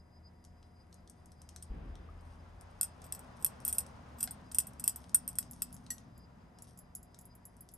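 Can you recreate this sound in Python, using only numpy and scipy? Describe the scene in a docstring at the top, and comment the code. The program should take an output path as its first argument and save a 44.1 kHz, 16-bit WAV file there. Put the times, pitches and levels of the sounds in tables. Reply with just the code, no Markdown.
"""First you hear a quiet kitchen: a hum, a thin high whine and the engine of a vehicle passing outside.
Thick paste is shaken from a blender jar onto a chicken. It crackles as it peels off the glass, and its
air pockets pop and plop. Thin metal rings, likely bangles on the shaking wrist, clink, bounce and slide.
One distant boom rolls by early on. Near the end a smaller metal piece ticks and the jar takes a knock."""
import sys
import numpy as np
from scipy import signal
from scipy.fft import rfft, irfft
from scipy.io import wavfile

SR = 44100
rng = np.random.default_rng(int(sys.argv[2]) if len(sys.argv) > 2 else 0)


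def output_pcm(signal):
    """Save a mono or channel-first signal as 16-bit PCM at the path in sys.argv[1].

    Samples are clipped to [-1, 1] before scaling.
    """
    pcm = np.clip(np.atleast_2d(signal).T, -1, 1) * 32767
    wavfile.write(sys.argv[1], SR, np.round(pcm).astype(np.int16))


N = 342657
TIME, HZ = np.arange(N) / SR, np.fft.rfftfreq(N, 1 / SR)


def amp(db):
    """Turns decibels into a number to multiply a sound by."""
    return 10 ** (np.asarray(db) / 20)

def unit(x):
    """Scales a sound to an average (rms) level of one."""
    return x / np.sqrt(np.mean(x ** 2) + 1e-30)

def read(points, hz):
    """Looks up a table's value at any frequency, blending between its rows."""
    f, value = np.transpose(points)
    return np.interp(np.log(hz + 1), np.log(f), value)

def add(mix, s, sound):
    """Mixes a sound in, starting at s seconds."""
    part = mix[round(s * SR):][:len(sound)]
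    part += sound[:len(part)]

def drift(hz):
    """A random wobble, up to about hz times a second."""
    return unit(irfft(rfft(rng.standard_normal(N)) / (1 + (HZ / hz) ** 4), N))

def tone(hz, db):
    """A pure tone that follows a changing pitch."""
    return np.sqrt(2) * amp(db) * np.sin(2 * np.pi * np.cumsum(hz) / SR)

def swells(rows, half_s):
    """A level that rises and falls smoothly around each listed time."""
    return sum(amp(db) * np.exp(-((TIME - s) / half_s) ** 2) for s, db in rows)

def fade(t, t60):
    """Dies away by 60 dB in t60 seconds, the 'fade time'."""
    return amp(-60 * t / t60)

def dying(x, t60s, size=256):
    """Lets every frequency die away at its own speed."""
    hz, t, spectra = signal.stft(x, SR, nperseg=size)
    faded = spectra * fade(t, read(t60s, hz)[:, None])
    return signal.istft(faded, SR, nperseg=size)[1][:, :x.shape[1]]

def specks(per_s, spread_db):
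    """Tiny clicks at random times, most weak and a few strong."""
    signs = rng.choice([-1, 1], N)
    sizes = amp(spread_db * np.minimum(rng.exponential(1, N), 4))
    return signs * sizes * (rng.random(N) < per_s / SR)

# How alike the room sounds on the left and right: (frequency [Hz], likeness [0 to 1])
LIKENESS = [(30, 0.97), (100, 0.99), (160, 0.94), (250, 0.64), (500, 0.27), (1000, 0.11), (2000, 0.15),
            (5000, 0.38), (9000, 0.689)]
def pair(noises):
    """Blends two noises into left and right spectra that are most alike in the bass."""
    a, b = rfft(noises)
    same = read(LIKENESS, np.fft.rfftfreq(noises.shape[1], 1 / SR))
    mid, side = a * np.sqrt((1 + same) / 2), b * np.sqrt((1 - same) / 2)
    return np.array([mid + side, mid - side])

def diffuse(spectrum):
    """Noise from all around, with the tone colour given by a table."""
    colour = amp(read(spectrum, HZ)) / np.sqrt(1 + (20 / (HZ + 1)) ** 4)
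    return unit(irfft(pair(rng.standard_normal((2, N))) * colour, N))

# Borders of the five bands, low to high, that make up a hit: (frequency [Hz])
BAND_EDGES = [1200, 4700, 6800, 8200, 10300, 14000]
# Tone colour of the crack when things touch: (frequency [Hz], level [dB])
CRACK_COLOUR = [(1200, -11), (2300, -25.5), (3200, -9.5), (4300, -10.5), (5600, -1), (6500, -4.5),
                (7300, -16), (8600, 7.5), (9600, 5), (11100, 13.5), (12300, -14), (13100, -15.5),
                (13900, -23), (15000, -38)]
def strikes(rows, notes, crack_db=0, free_db=0, vary_db=0, detune=0, snap_db=0, size=4096):
    """Each hit cracks and rings an object's notes; touch stops them fast, but a free ring lasts."""
    out, t, hz = np.zeros(N), np.arange(size) / SR, np.fft.rfftfreq(size, 1 / SR)
    f, db, t60 = np.reshape(notes, (-1, 3)).T
    head = t < .005  # the first 5 ms set a hit's level
    attack = (1 - np.exp(-(t / .0004) ** 2)) * (1 + amp(snap_db) * np.exp(-t / .0012))
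    free = amp(free_db) * fade(t, t60[:, None])
    for s, *levels_db, contact_t60 in rows:
        damped = fade(t, contact_t60)
        weight, shift, phase = rng.standard_normal((3, len(f), 1))  # each hit lands on another spot
        turns = f[:, None] * (1 + detune * shift) * t + phase
        rings = amp(db[:, None] + vary_db * weight) * np.sin(2 * np.pi * turns) * (damped + free) * attack
        noise = rfft(rng.standard_normal(size)) * amp(read(CRACK_COLOUR, hz))
        for lo, hi, level_db in zip(BAND_EDGES, BAND_EDGES[1:], levels_db):
            crack = irfft(noise * ((hz >= lo) & (hz < hi))) * damped * attack
            ring = rings[(f >= lo) & (f < hi)].sum(0)
            band = ring / (ring[head].std() + 1e-12) + amp(crack_db) * crack / crack[head].std()
            add(out, s, amp(level_db) * band / band[head].std())
    return out

def tilted(rows, colour_db, t60, pivot_hz=7000):
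    """Gives light hits a level in each band: one shared colour, tilted brighter or duller."""
    s, db, tilt = np.transpose(rows)
    centres_hz = np.sqrt(np.multiply(BAND_EDGES[:-1], BAND_EDGES[1:]))
    levels_db = db[:, None] + colour_db + tilt[:, None] * np.log2(centres_hz / pivot_hz)
    return np.column_stack([s, levels_db, np.full(len(s), t60)])

# The still kitchen's low rush and high hiss: (frequency [Hz], level [dB])
AIR_COLOUR = [(20, -12), (45, -2.5), (85, -2), (130, -7), (177, -9.5), (240, -15.5), (330, -15), (480, -20),
              (700, -19.5), (1150, -32), (2000, -30.5), (3160, -52), (6000, -48), (16000, -71)]
HISS_COLOUR = [(3000, -13.5), (6000, -1), (9300, 5), (11300, 9), (12200, 0), (13000, -13.5), (16000, -22)]
# An appliance's humming notes: (pitch [Hz], level [dB])
HUM_NOTES = [(177.6, -71), (236.9, -74), (721.4, -80), (958.2, -82), (1986, -93.5)]
def room_tone():
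    """Steady air noise and the slightly wavering hum of an appliance."""
    air = amp(-61) * diffuse(AIR_COLOUR) + amp(-87.5) * diffuse(HISS_COLOUR)
    return air + sum(tone(hz + 1.806 * drift(6.2), db + 2 * drift(4)) for hz, db in HUM_NOTES)

# Moments when the whine gets louder: (time [s], level [dB])
WHINE_SWELLS = [(.01, -76.5), (.16, -75), (.27, -70.5), (.8, -74), (.97, -86), (6.21, -67), (7.3, -88)]
def whine(hz=4940, resting_db=-85):
    """A thin high note that flutters and briefly swells."""
    note = tone(hz + 12 * drift(7.1) + 36 * drift(120), 4 * drift(22.02))
    return note * (amp(resting_db) + swells(WHINE_SWELLS, half_s=.032))

# Tone colours of engine rumble, exhaust drone and tyre roar: (frequency [Hz], level [dB])
ENGINE_COLOUR = [(25, -24), (55, -4.5), (80, 5), (110, -7.5), (160, -31.5), (400, -55.5)]
DRONE_COLOUR = [(60, -36.5), (115, 2.5), (190, -0.5), (255, -1.5), (310, -12), (450, -31), (1200, -60)]
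TYRE_COLOUR = [(150, -14), (350, -3), (600, 2.5), (1000, 2.5), (1400, -3), (2200, -11.5), (4000, -19),
               (6500, -23), (9000, -32.5), (14000, -53.5)]
# The exhaust as the driver speeds up and eases off: (time [s], level at the nearest distance [dB])
DRONE_LEVELS = [(0, -70), (1.3, -61.5), (2.8, -62), (4.5, -52.5), (5.6, -47), (7.77, -56)]
# The engine's firing note, sinking as it goes by: (time [s], pitch [Hz], level [dB])
ENGINE_NOTE = [(0, 75.8, -62), (.5, 84.7, -61), (1.1, 75.5, -66), (1.8, 80, -53), (2.701, 87, -59.5),
               (3.3, 77, -60), (3.7, 72, -62), (4.7, 71, -61), (5.4, 61, -64.5), (7.77, 58, -79.5)]
def vehicle(pass_s=3.31, metres_per_s=11.5, nearest_m=8.78, pipe_hz=246.4):
    """The engine comes first, the tyres swell and fade with distance, and the exhaust drones away."""
    along = metres_per_s * (TIME - pass_s)
    distance = np.hypot(along, nearest_m)
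    facing = (1 - np.tanh((TIME - 3.35) / .2)) / 2  # falls to 0 as the tailpipe turns into view
    rumble_db = -58.5 - 14.5 * facing
    drone_db = np.interp(TIME, *np.transpose(DRONE_LEVELS))
    tyres_db = -57.5 + 3 * along / distance  # louder from behind
    layers = (rumble_db, ENGINE_COLOUR), (drone_db, DRONE_COLOUR), (tyres_db, TYRE_COLOUR)
    roar = sum(amp(db + .8 * drift(8)) * diffuse(colour) for db, colour in layers)
    pipe = tone(pipe_hz + 6 * drift(15), drone_db - 10.5 + 3 * drift(5.7))  # the exhaust's own note
    s, hz, db = np.transpose(ENGINE_NOTE)
    firing = tone(np.interp(TIME, s, hz) + 2 * drift(12), np.interp(TIME, s, db) + 1.7 * drift(5.5))
    return (roar + pipe) * nearest_m / distance + firing

# Sticky crackle, growing with harder shaking: (time [s], level [dB])
CRACKLE_LEVELS = [(0, -105), (.7, -86.5), (2.5, -87.5), (3.3, -75.5), (4.4, -82), (5, -74), (5.9, -73),
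                  (6.3, -102), (7.77, -83)]
# Lumps slipping down the glass: (time [s], level [dB])
LUMP_SLIPS = [(1.62, -80), (2.29, -76), (6.68, -67), (7.2, -82)]
def crackle(clump_db=3, dull_hz=8000):
    """Countless tiny snaps come in clumps as paste peels from the glass."""
    snaps = specks(per_s=420, spread_db=3.2)
    grain = unit(irfft(rfft(snaps) * amp(read(CRACK_COLOUR, HZ)) / (1 + (HZ / dull_hz) ** 4), N))
    level = amp(np.interp(TIME, *np.transpose(CRACKLE_LEVELS))) + swells(LUMP_SLIPS, half_s=.053)
    return grain * level * amp(clump_db * drift(25))

# Wet pops of the paste: (time [s], level [dB], brightness [dB per octave])
WET_POPS = [(.441, -70, 1), (.4493, -64, 4), (.628, -75.5, -6), (.9274, -67.5, -4), (.9425, -66.5, 8),
            (1.0753, -68, -3), (1.0976, -60, 10.5), (1.2583, -67, 10), (1.3185, -66, 3),
            (1.4173, -61.5, 4.5), (1.4903, -57.5, 1), (1.5616, -53, 0.5), (1.6251, -59.5, 3),
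            (2.21, -81, 14), (3.6024, -63.5, 8), (1.9544, -67.5, -5), (2.6106, -62, 9.5), (3.0182, -62, 3),
            (3.8645, -60.5, 7), (4.2747, -51, -2), (4.5152, -56.5, 1), (4.734, -67, 7), (5.041, -67, -4.5),
            (5.0943, -62, 3), (5.3299, -66, 10), (5.4275, -56.5, 2.5), (5.5334, -60.5, 6),
            (5.7656, -62.5, 4), (5.8645, -63.5, -3.5), (5.9817, -59.5, 1), (6.5867, -64, 1),
            (7.145, -63, -0.5), (7.5668, -72, 16), (7.6891, -63, 3)]
# Their shared colour, one value a band: (level [dB])
POP_BANDS = [-3.5, 0, -2.5, -1.5, -5.5]
def pops():
    """Air pockets snap open in the paste: a short crack with no ring."""
    return strikes(tilted(WET_POPS, POP_BANDS, t60=.016), notes=[], snap_db=2.5, size=2048)

def bounces(hits, softer_db=-22, loss_db=-5, gap_s=.0077, t60=.042, count=2):
    """After each clink the loose rings bounce against each other, softer every time."""
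    gaps = gap_s * rng.uniform(.3, 2, (len(hits), count))
    rows = []
    for k, delay in enumerate(np.cumsum(gaps, axis=1).T):
        levels_db = hits[:, 1:-1] + softer_db + k * loss_db
        rows.append(np.column_stack([hits[:, 0] + delay, levels_db, np.full(len(hits), t60)]))
    return np.vstack(rows)

# Bangle hits: (time [s], level [dB], low boost [dB], high boost [dB], fade time while touching [s])
BANGLE_HITS = [(1.6251, -46, -2, -9, .06), (2.8114, -24.5, 1.5, 1, .009), (2.8305, -28, -0.5, -1, 0.022),
               (2.8412, -43, 5.5, 0.5, 0.067), (3.0412, -58, 14, 4, 0.036), (3.1236, -33, 3, -0.5, .013),
               (3.1488, -47.5, 9, 7, .032), (3.1921, -50, 2.5, 1.5, 0.026), (3.4248, -48, 6.5, 0.5, .028),
               (3.4464, -25.5, 0.5, 9.5, .02), (3.4627, -34.5, 5.5, 0, .018), (3.6502, -31, -2.5, 6.5, .02),
               (3.6562, -42, -2.5, 2, .02), (3.6618, -41, 5, -8, .088), (3.679, -31.5, -4, 8, .013),
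               (3.6863, -36.5, 3.5, -8, 0.067), (3.7269, -29, -3, -1.5, 0.025),
               (3.7468, -51.5, 11, 12, .11), (3.7831, -23.5, -1.5, -1, 0.039),
               (3.8057, -41.5, 4.5, -14, .018), (4.2048, -43, 6, 3, .07), (4.2072, -40, 7, 4, .024),
               (4.2287, -27, -1, 0, .021), (4.2395, -32.5, 1, 5, 0.03), (4.309, -39, -3.5, 0, .039),
               (4.5194, -44, -1, -4, 0.019), (4.5462, -31.5, 1, -4, 0.037), (4.5849, -19.5, -1, -1.5, .027),
               (4.6014, -34.5, 4.5, -1, .028), (4.669, -45.5, -1, 5, .061), (4.7967, -40.5, 4, 0, .04),
               (4.84, -30.5, 1, -1, .03), (4.8778, -21.5, 0.5, 2.5, .014), (4.895, -36, 1.5, -4, .025),
               (4.9598, -44, 3.5, 9, 0.038), (5.1454, -17, -5, -2, .027), (5.1563, -35.5, 0.5, -2, .03),
               (5.2774, -35, -1.5, 6, 0.017), (5.2871, -36.5, -2.5, -10, 0.055), (5.3544, -48, 3, -4, .048),
               (5.3857, -27, 3.5, 3.5, 0.017), (5.62, -30, 6, 4, 0.02)]
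# Their shared colour, one value a band, with the main ring in the fourth: (level [dB])
CLINK_BANDS = [-23.5, -18.5, -12.5, -0.5, -6]
# The notes a bangle rings with: (pitch [Hz], level [dB], fade time [s])
BANGLE_NOTES = [(1410, -17, .09), (1905, -21, .08), (2655, -14, .08), (3150, -21, .05), (3360, -16, .08),
                (4350, -19, .07), (5090, -8, .08), (5400, -16, .05), (5760, -15, .06), (5930, -14, .06),
                (6600, -22, .08), (7240, -18, .07), (7775, -1, .08), (8560, -10, .04), (8720, -6, .05),
                (8820, 0, .08), (8950, -5, .05), (9120, -12, .05), (9460, -7, .08), (10720, -10, .04),
                (11150, -9, .05), (11430, -10, .06), (11900, -2, .06), (12050, -2, .05), (12800, -3, .07)]
def clinks():
    """Bangles clash as the wrist shakes; where they hit sets how low or bright they sound."""
    s, db, low_db, high_db, t60 = np.transpose(BANGLE_HITS)
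    spot_db = np.column_stack([low_db, low_db, low_db, np.zeros(len(s)), high_db])
    hits = np.column_stack([s, db[:, None] + CLINK_BANDS + spot_db, t60])
    contacts = np.vstack([hits, bounces(hits)])
    return strikes(contacts, BANGLE_NOTES, crack_db=-5.5, free_db=-10, vary_db=3.5, detune=.003,
                   snap_db=-1.5)

# Tone colour of the boom's rumble: (frequency [Hz], level [dB])
BOOM_COLOUR = [(18, -30.5), (38, -0.5), (70, 1), (110, -3.5), (190, -6), (350, -15), (800, -23.5),
               (1500, -29.5), (3000, -39.5), (6000, -58), (12000, -88.5)]
# How long it rolls on: (frequency [Hz], fade time [s])
BOOM_FADES = [(40, 6.2), (90, 1.6), (200, 1.4), (1000, 3.4), (4000, 4.8)]
def boom(start_s=1.69, throb_hz=42, rise_s=.024, push_s=.00577):
    """A far thud: one push of air, a rumble rolling away, and the house throbbing at its own low note."""
    t = np.maximum(TIME - start_s, 0)
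    rolling = dying(diffuse(BOOM_COLOUR)[:, :2 * SR], BOOM_FADES, size=2048)
    rumble = np.zeros((2, N))
    for channel, sound in zip(rumble, rolling):
        add(channel, start_s, sound)
    throb = -np.sin(2 * np.pi * throb_hz * t) * fade(t, t60=1.95)
    from_peak = t / push_s - 4
    push = (1 - from_peak ** 2) * np.exp(-from_peak ** 2 / 2)
    return (amp(-45) * rumble + amp(-42) * throb + amp(-30) * push) * (1 - np.exp(-t / rise_s))

# Air pockets in falling lumps of paste: (time [s], pitch [Hz], level [dB], fade time [s])
AIR_POCKETS = [(2.088, 1170, -49.5, 0.05), (2.097, 1295, -70, 0.047), (4.274, 677, -45, 0.041),
               (4.275, 1470, -41.5, 0.025), (4.276, 1990, -47.5, 0.031), (5.146, 1450, -52.5, 0.057)]
def plops(glide=.2, rise_s=.0013):
    """Each air pocket rings briefly and rises in pitch."""
    out, t = np.zeros(N), np.arange(SR // 8) / SR
    for s, hz, db, t60 in AIR_POCKETS:
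        ring = np.sin(2 * np.pi * hz * t * (1 + glide * t / t60)) * fade(t, t60)
        add(out, s, amp(db) * ring * (1 - np.exp(-t / rise_s)))
    return out

# Bangles sliding along each other between clashes: (time [s], level [dB])
BANGLE_SLIDES = [(3.06, -61), (3.41, -65), (3.695, -40), (4.195, -56), (4.565, -59), (4.808, -57),
                 (4.862, -51.5)]
def rubbing(t60=.023, rise_s=.0004):
    """Tiny slips ring the bangles while they slide pressed together."""
    t = np.arange(2048) / SR
    ring = sum(amp(db) * np.sin(2 * np.pi * hz * t) for hz, db, _ in BANGLE_NOTES)
    ring *= fade(t, t60) * (1 - np.exp(-(t / rise_s) ** 2))
    slips = specks(per_s=700, spread_db=4)
    return unit(signal.oaconvolve(slips, ring)[:N]) * swells(BANGLE_SLIDES, half_s=.013)

# Light hits on a smaller metal piece: (time [s], level [dB], brightness [dB per octave])
TICK_HITS = [(5.5107, -58.5, 5.5), (5.727, -66, 10), (5.7428, -57.5, -4), (6.1777, -69, -2),
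             (6.6214, -55, -4), (6.7743, -62, -7), (6.7891, -60.5, 0.5), (6.9507, -50, 1.5),
             (6.9578, -52.5, -5), (7.0288, -63.5, -2.5), (7.1888, -57, -7.5), (7.2112, -65, -3),
             (7.2541, -70.5, 9), (7.3519, -71, 4), (7.4527, -59.5, 2), (7.6068, -71.5, 16.5),
             (7.7147, -77, 5), (7.7382, -63.5, 6.5)]
# Their shared colour, one value a band: (level [dB])
TICK_BANDS = [-31, -9.5, -1.5, -6.5, 8.5]
# The notes that piece rings with: (pitch [Hz], level [dB], fade time [s])
TICK_NOTES = [(6650, -8, .05), (7170, -3, .07), (8300, -14, .03), (11000, 0, .06), (11200, -2, .11),
              (11950, -8, .05), (12250, -7, .05)]
def ticks():
    """A small metal piece is tapped lightly and rings very high."""
    hits = tilted(TICK_HITS, TICK_BANDS, t60=.029)
    return strikes(hits, TICK_NOTES, crack_db=-.5, free_db=4, vary_db=-3, detune=.002, snap_db=-10)

# A knock on the jar: (time [s], five band levels [dB], fade time while touching [s])
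JAR_HITS = [(5.9039, -46.5, -39.5, -37.5, -36, -43.5, 0.091)]
# The notes the jar rings with: (pitch [Hz], level [dB], fade time [s])
JAR_NOTES = [(1902, 2, 0.12), (2800, -16, 0.13), (4410, 0.5, 0.06), (5980, 9, 0.037), (5800, -2, .04),
             (7750, 10, 0.077), (7700, -12, 0.055), (9760, -2, 0.021), (10900, -6, 0.17), (11630, -5, 0.13),
             (12790, -8, .04)]
def jar_knock():
    """The glass jar is knocked once and rings freely."""
    return strikes(JAR_HITS, JAR_NOTES, crack_db=-11.5, free_db=20, detune=.00044, snap_db=-20, size=8192)

# How long the kitchen echoes: (frequency [Hz], fade time [s])
ECHO_FADES = [(500, .4), (3000, 0.58), (8000, 0.17), (13000, 0.1)]
def kitchen(x, tail_db, early_db, early_s, left_db):
    """The sound itself, quick echoes from the table and plate, then a short tail from the walls."""
    t = np.arange(SR // 2) / SR
    taps = irfft(pair(rng.standard_normal((2, len(t)))), len(t)) * (t > .003)
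    tail, early = dying(taps, ECHO_FADES), taps * np.exp(-t / early_s)
    echo = amp(tail_db) * tail / np.linalg.norm(tail[0])
    echo += amp(early_db) * early / np.linalg.norm(early[0])
    in_room = x + signal.fftconvolve(x[None], echo, axes=1)[:, :N]
    return in_room * amp([[left_db / 2], [-left_db / 2]])

def scene():
    """Metal, glass and paste sound close by, over a background that leans to the left."""
    ringing = amp(-1) * clinks() + ticks() + amp(-1) * jar_knock() + rubbing()
    near = kitchen(ringing, tail_db=-17.5, early_db=-12, early_s=.009, left_db=-.1)
    paste = amp(.5) * pops() + plops() + amp(-1.5) * crackle()
    near += kitchen(paste, tail_db=-10, early_db=-14, early_s=.01, left_db=2.5)
    background = room_tone() + whine() + vehicle() + boom()
    return near + background * amp([[.7], [-.7]])

# How far the wave at the left microphone opening runs ahead: (frequency [Hz], lead [radians])
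LEFT_LEAD = [(300, 0), (3000, .35), (5200, .65), (6800, -.2), (7600, 1.1), (8100, .9), (8550, 0),
             (10200, -3.14), (12000, -6.28), (13700, -9.4), (16000, -12)]
# How much louder the left opening hears: (frequency [Hz], level [dB])
LEFT_BOOST = [(1200, 0), (2600, 1.8), (5000, 0)]
def record(dry, cutoff_hz=16400):
    """Two microphone openings hear the treble slightly out of step; the very highest sound is cut."""
    lean = np.log(amp(read(LEFT_BOOST, HZ))) + 1j * read(LEFT_LEAD, HZ)
    heard = irfft(rfft(dry) * np.exp(.5 * lean * np.array([[1], [-1]])), N)
    lowpass = signal.firwin(511, cutoff_hz, window=("kaiser", 9), fs=SR)
    return signal.oaconvolve(heard, lowpass[None], "same")


dry = scene()
out = record(dry)
output_pcm(out)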